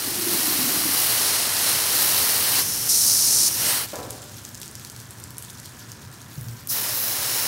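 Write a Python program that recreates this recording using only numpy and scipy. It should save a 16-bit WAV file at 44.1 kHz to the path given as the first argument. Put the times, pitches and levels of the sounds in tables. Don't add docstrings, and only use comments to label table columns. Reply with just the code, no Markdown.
import sys
import numpy as np
from scipy import signal
from scipy.fft import rfft, irfft
from scipy.io import wavfile
from scipy.ndimage import map_coordinates

SR = 44100
rng = np.random.default_rng(int(sys.argv[2]) if len(sys.argv) > 2 else 0)


def put_to_file(sound):
    columns = np.atleast_2d(sound).T
    safe = np.clip(columns, -1, 1)
    whole_steps = np.round(safe * 32767)
    wavfile.write(sys.argv[1], SR, whole_steps.astype(np.int16))


N = 329427
TIME = np.arange(N) / SR
BAND_LIMIT_HZ = 15800
NARROW_AT_S, WIDEN_AT_S = 2.6, 3.544
SHUT_AT_S, OPEN_AT_S, SPREAD_S = 3.868, 6.682, 0.074


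def amp(db):
    return 10 ** (np.asarray(db) / 20)


def unit_rms(x):
    return x / np.sqrt(np.mean(x ** 2) + 1e-20)


def at_hz(points, hz):
    f, value = np.transpose(points)
    return np.interp(np.log(hz + 1), np.log(f + 1), value)


def add(mix, start_s, sound):
    part = mix[round(start_s * SR):][:len(sound)]
    part += sound[:len(part)]


def ramp(start_s, length_s):
    return np.clip((TIME - start_s) / length_s, 0, 1)


def swell(top_s, db, rise_s, fall_s):
    return amp(db) * np.exp(-((TIME - top_s) / np.where(TIME < top_s, rise_s, fall_s)) ** 2)


def waver(rate_hz):
    hz = np.fft.rfftfreq(N, 1 / SR)
    return unit_rms(irfft(rfft(rng.standard_normal(N)) / (1 + (hz / rate_hz) ** 2), N))


def impacts(per_s, spread_db):
    size = amp(spread_db * np.minimum(rng.exponential(1, N), 6))
    return unit_rms(size * rng.choice([-1, 1], N) * (rng.random(N) < per_s / SR))


def colour(x, spectrum, rings=()):
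    hz = abs(np.fft.fftfreq(2 ** 13, 1 / SR))
    db = at_hz(spectrum, hz) + sum(lift / (1 + (2 * (hz - f) / width) ** 2) for f, width, lift in rings)
    response = np.exp(np.conj(signal.hilbert(np.log(amp(db)))))
    taps = np.fft.ifft(response).real[:2 ** 12]
    return unit_rms(signal.oaconvolve(x, taps)[:len(x)])


def resonate(x, hz, width_hz):
    carrier = np.exp(2j * np.pi * np.cumsum(hz * np.ones(len(x))) / SR)
    pole = np.exp(-np.pi * width_hz / SR)
    return 2 * (carrier * signal.lfilter([1 - pole], [1, -pole], x / carrier + 1e-18)).real


def narrow_band(x, hz, width_hz):
    return unit_rms(resonate(resonate(x, hz, width_hz), hz, width_hz))


def narrowed():
    return ramp(NARROW_AT_S, 0.042) - ramp(WIDEN_AT_S, 0.15)


def fan_db(sweep):
    s, splash_db, mist_db = np.transpose(sweep)
    patter_db = splash_db - 6.5 - 0.091 * (mist_db + 2.5)
    return np.array([np.interp(TIME, s, db) for db in (patter_db, splash_db, splash_db + mist_db)])


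# time in seconds, relative splash level in dB, mist level against the splash in dB.
AIM_ON_PANELS = [(0.0, -29.5, -4), (0.19, -28.5, -3), (0.35, -24.5, -2), (0.88, -25, -2.5), (1.01, -23, -1),
                 (1.37, -22.5, -6.5), (1.49, -25, -6), (1.69, -21.5, -5.5), (1.85, -24.5, -4.5),
                 (2.01, -22, -1.5), (2.46, -23.5, -2), (2.6, -21.5, -2.5)]
AIM_ON_TREAD = [(6.71, -27, 2), (6.758, -28.5, 2), (6.888, -28.5, -3), (7.008, -29, 4), (7.192, -27.5, -4),
                (7.434, -25.5, -2.5), (7.45, -26.5, -4)]
def band_gains():
    jet_db = (-37, -27, -30)
    raised_fan_db = (0.5, -1, -1.5)
    seam_lift_db, seam_db_per_s = (-0.5, 8.5, 5.5), (2.5, 0.5, -4.5)
    seam_from_s, seam_to_s, edge_s = 2.885, 3.491, 0.0094
    on_seam = ramp(seam_from_s, edge_s) - ramp(seam_to_s - edge_s, edge_s)
    seam_db = np.outer(seam_lift_db, on_seam) + np.outer(seam_db_per_s, on_seam * (TIME - seam_from_s))
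    wide_db = fan_db(AIM_ON_PANELS) + np.outer(raised_fan_db, TIME > WIDEN_AT_S)
    narrow = narrowed()
    panel_db = (1 - narrow) * wide_db + np.outer(jet_db, narrow) + seam_db
    release_s, squeeze_s = 0.2, 0.022
    flow = 1 - ramp(SHUT_AT_S - release_s, release_s)
    opened, spread = ramp(OPEN_AT_S, squeeze_s), ramp(OPEN_AT_S, SPREAD_S)
    restart = np.array([opened * spread, opened, opened])
    return np.sqrt(flow) * amp(panel_db) + restart * amp(fan_db(AIM_ON_TREAD))


def aimed(x, gains):
    hz, spectrum = np.fft.rfftfreq(N, 1 / SR), rfft(x)
    patter = 1 / (1 + (hz / 3650) ** 20)
    mist = 1 - 1 / (1 + (hz / 11500) ** 20)
    splash = 1 - patter - mist
    parts = [unit_rms(irfft(spectrum * band * (hz < BAND_LIMIT_HZ), N)) for band in (patter, splash, mist)]
    return (gains * parts).sum(axis=0)


# frequency in Hz, relative spectral density in dB.
PANEL_SPECTRUM = [(100, -16), (200, -6.5), (280, -4), (450, -5), (1500, -4), (3500, -4.5), (4400, 0),
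                  (5800, -1.5), (7400, -3.5), (9100, 1.6), (11200, 1), (12200, -2), (13600, -2.5),
                  (15800, -5)]
JET_SPECTRUM = [(100, -20), (170, -14.5), (300, -16), (550, -20.5), (2300, -21.5), (3500, -17.5),
                (4200, -7.5), (5400, 4), (5900, 4), (7800, -2.5), (9500, 2), (10500, -5.5), (13000, -17),
                (15800, -22)]
TREAD_SPECTRUM = [(100, -24), (200, -13), (280, -6.5), (600, -5), (1500, -5.5), (3500, -7.5), (4400, -7),
                  (5700, -5), (7600, -8.5), (9300, -5), (11700, -2.5), (12500, -7), (14200, -4),
                  (15500, -4)]
# centre in Hz, width in Hz, lift in dB.
PANEL_RESONANCES = [(920, 740, 2.5), (1840, 520, 2.5), (2980, 770, 3.5), (4120, 590, 3), (5560, 940, 3),
                    (6480, 260, 1)]
JET_RESONANCES = [(5460, 130, 1.5), (6700, 50, -8), (7460, 50, -3), (9700, 150, 3)]
TREAD_RESONANCES = [(1080, 300, 0.94), (1800, 320, 2.8), (2900, 400, 2.9), (4030, 340, 4), (5330, 410, 4),
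                    (6550, 300, 2.4)]
def spray():
    on_tread, gains = TIME >= OPEN_AT_S, band_gains()
    droplets = impacts(per_s=22000, spread_db=2.0) + 0.7 * rng.standard_normal(N)
    hits = amp(0.82 * waver(rate_hz=130)) * droplets
    panels = aimed(colour(hits, PANEL_SPECTRUM, PANEL_RESONANCES), gains)
    tread = aimed(colour(hits, TREAD_SPECTRUM, TREAD_RESONANCES), gains)
    fan = np.where(on_tread, tread, panels)
    slugs = amp(1.4 * waver(rate_hz=430)) * rng.standard_normal(N)
    jet = aimed(colour(slugs, JET_SPECTRUM, JET_RESONANCES), gains)
    spit = 1 - ramp(OPEN_AT_S, SPREAD_S)
    focus = 0.8 * np.where(on_tread, spit, narrowed())
    return amp(-0.62) * np.sqrt(1 - focus) * fan + amp(-0.4) * np.sqrt(focus) * jet


def side_reflection(x, delay_ms, drift_ms, db):
    lag = (delay_ms + drift_ms * waver(rate_hz=0.7)) * SR / 1000
    return x + amp(db) * map_coordinates(x, [np.arange(N) - lag], order=3)


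# time in seconds, frequency in Hz.
SHEET_RESONANCE = [(0.03, 306), (0.17, 350), (0.33, 344), (0.64, 262), (0.87, 298)]
# time in seconds, level in dB.
SHEET_SURGES = [(0.36, -31.5), (0.6, -29.5), (0.67, -36.5), (0.87, -33)]
def drumming():
    hz = np.interp(TIME, *np.transpose(SHEET_RESONANCE))
    ring = narrow_band(impacts(per_s=1500, spread_db=1.0), hz, width_hz=53)
    body_spectrum = [(110, -23), (170, -4.5), (260, -3), (370, -2.0), (440, -19), (800, -49)]
    body = colour(impacts(per_s=1700, spread_db=5.5), body_spectrum)
    on_sheet = ramp(0.005, 0.05) - ramp(0.89, 0.11)
    surges = sum(swell(s, db, rise_s=0.045, fall_s=0.045) for s, db in SHEET_SURGES)
    return on_sheet * np.hypot(amp(-36.5), surges) * unit_rms(ring + 1.02 * body)


# frequency in Hz, relative spectral density in dB.
AIR_SPECTRUM = [(24, -38), (40, -21.5), (108, -2.5), (129, -4), (156, -10.5), (238, -11.5), (259, -13.5),
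                (337, -17.5), (415, -19.5), (478, -22.5), (677, -23.5), (944, -24), (1210, -22.5),
                (1620, -21), (2600, -31), (3380, -34), (5720, -120)]
# centre in Hz, resonator width in Hz, level in dB.
AIR_DRONES = [(91, 13, -61), (118.4, 14, -53), (984, 140, -61), (1385, 57, -66), (1560, 6.9, -67),
              (1715, 22, -65)]
def ventilation():
    air = amp(-44.5) * colour(rng.standard_normal(N), AIR_SPECTRUM)
    for hz, width_hz, db in AIR_DRONES:
        air += amp(db) * narrow_band(rng.standard_normal(N), hz, width_hz)
    return air


def valve():
    whistle = narrow_band(rng.standard_normal(N), hz=8600, width_hz=950)
    fizz_spectrum = [(3000, -34), (8000, -14), (13000, 0), (15800, 5), (17000, -30)]
    fizz = colour(impacts(per_s=8000, spread_db=-1.0), fizz_spectrum)
    return (swell(top_s=3.7, db=-28, rise_s=0.062, fall_s=0.075) * whistle
            + swell(top_s=6.37, db=-50, rise_s=0.06, fall_s=0.26) * fizz)


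# frequency in Hz, relative spectral density in dB.
FLOOR_SPECTRUM = [(1000, -31), (2300, -1.5), (3200, -1), (5800, 1.5), (8300, -1), (11000, -3), (15800, -4),
                  (18000, -28)]
def runoff():
    t, ticks = TIME[:SR // 100], np.zeros(N)
    for hz in np.geomspace(3300, 12500, num=24):
        age = hz * t / rng.uniform(0.8, 3.2)
        tick = age * np.exp(-age) * np.sin(2 * np.pi * hz * t)
        train = signal.oaconvolve(impacts(per_s=45, spread_db=3.0), tick)[:N]
        ticks += amp(at_hz(FLOOR_SPECTRUM, hz)) * np.sqrt(hz) * unit_rms(train)
    clusters = amp(1.8 * waver(rate_hz=24))
    trickle = colour(impacts(per_s=9000, spread_db=3.5), FLOOR_SPECTRUM)
    since_shut_s = np.maximum(TIME - SHUT_AT_S, 0)
    gush = amp(-36.5) * np.exp(-since_shut_s / 0.3)
    seep = amp(-44 - since_shut_s)
    flow = (since_shut_s > 0) * np.hypot(gush, seep)
    return flow * clusters * (amp(-6) * unit_rms(ticks) + amp(-5) * trickle)


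# start in seconds, relative level in dB.
BANG_BLOWS = [(3.931, -33), (3.984, -36.5), (4.003, -42), (4.05, -41.5)]
# frequency in Hz, relative spectral density in dB.
BANG_SPECTRUM = [(120, -14.5), (290, -3), (420, -1.5), (560, 1), (800, -6.5), (1200, -9), (1800, -18),
                 (4000, -27)]
def bang():
    out, t = np.zeros(N), TIME[:SR // 4]
    envelope = (1 - np.exp(-t / 0.0024)) * np.exp(-t / 0.03)
    for s, db in BANG_BLOWS:
        add(out, s, amp(db) * envelope * colour(rng.standard_normal(len(t)), BANG_SPECTRUM))
    return amp(4.5) * out + amp(-0.5) * reverberation(out)


def lesser_drips(count=14):
    starts_s = 4.4 + 0.3 * rng.gamma(2, size=count)
    octaves = 0.49 * np.clip(rng.standard_normal(count), -2, 2)
    return [(s, -25.5, hz) for s, hz in zip(starts_s, 7200 * 2 ** octaves)]


# start in seconds, relative peak level in dB, ring in Hz.
LARGE_DRIPS = [(3.9562, -17, 6220), (4.106, -15, 8960), (4.4508, -18.5, 5880), (4.5464, -18.5, 6230),
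               (4.6157, -18.5, 4390), (4.631, -21, 4580), (4.6788, -22, 6690), (4.7532, -19, 5490),
               (4.8486, -18, 6700), (4.8988, -20.5, 7670), (4.9634, -23, 6820), (5.001, -22, 5950),
               (5.1077, -23, 8530), (5.239, -21, 5750), (5.306, -23, 9150), (5.3823, -16.5, 10500),
               (5.4243, -20, 9500), (5.5035, -23.5, 6270), (5.6586, -22.5, 5520), (5.7944, -30, 6750),
               (5.918, -20.5, 6240), (6.2168, -28, 5960), (6.411, -24.5, 10900), (6.4842, -26, 3680),
               (6.673, -16, 12500)]
def drips():
    out, t = np.zeros(N), TIME[:SR // 10]
    age = t / 0.00078
    high_pass = signal.butter(2, 3400, "high", fs=SR)
    for s, db, hz in list(LARGE_DRIPS) + lesser_drips():
        slap_noise, scatter_noise, clumps = rng.standard_normal((3, len(t)))
        slap = np.sign(slap_noise) * age * np.exp(1 - 2 * age)
        scatter = 0.035 * scatter_noise * np.exp(0.88 * clumps - t / 0.022)
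        drip = signal.lfilter(*high_pass, resonate(slap + scatter, hz, width_hz=3700))
        add(out, s, amp(db - 1.0) * drip / abs(drip).max())
    return out


# start in seconds, relative level in dB, lowest mode in Hz, rise time in
# seconds, time to decay by 60 dB in seconds.
THUD_BLOWS = [(6.377, -17.5, 134, .005, 0.066), (6.409, -24, 124.5, 0.007, 0.16),
              (6.46, -20.5, 118.7, 0.015, 0.25)]
def thuds():
    out, t = np.zeros(N), TIME[:SR // 2]
    for s, db, hz, rise_s, t60 in THUD_BLOWS:
        phase = 2 * np.pi * hz * t
        modes = np.sin(phase) + 0.17 * np.sin(1.9 * phase) + 0.029 * np.sin(4.0 * phase)
        envelope = (1 - np.exp(-t / rise_s)) * amp(-60 * t / t60)
        add(out, s, amp(db) * envelope * modes)
    return out


# frequency in Hz, reverberation time in seconds.
BAY_T60 = [(100, 1.3), (600, 1.24), (2000, 0.6), (6000, 0.68), (15000, 0.31)]
def reverberation(x):
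    reflections = rng.standard_normal(SR) * (TIME[:SR] > 0.008)
    hz, t, bands = signal.stft(reflections, SR, nperseg=256)
    decay = amp(-60 * t / at_hz(BAY_T60, hz)[:, None])
    tail = signal.istft(bands * decay, SR, nperseg=256)[1]
    return signal.fftconvolve(x, tail / np.linalg.norm(tail))[:N]


def scene():
    hose = side_reflection(spray(), delay_ms=2.2, drift_ms=0.277, db=-26) + valve() + drumming()
    drips_and_thuds = drips() + runoff() + thuds()
    room = reverberation(amp(-18.5) * hose + amp(-10.5) * drips_and_thuds)
    mono = hose + drips_and_thuds + room + bang() + ventilation()
    return np.array([mono, mono])


def record(dry):
    bass_cut = signal.butter(4, 38, "high", fs=SR, output="sos")
    low_pass = signal.firwin(1023, BAND_LIMIT_HZ, window=("kaiser", 9), fs=SR)
    return signal.oaconvolve(signal.sosfilt(bass_cut, dry), low_pass[None], "same", axes=1)


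dry = scene()
out = record(dry)
put_to_file(out)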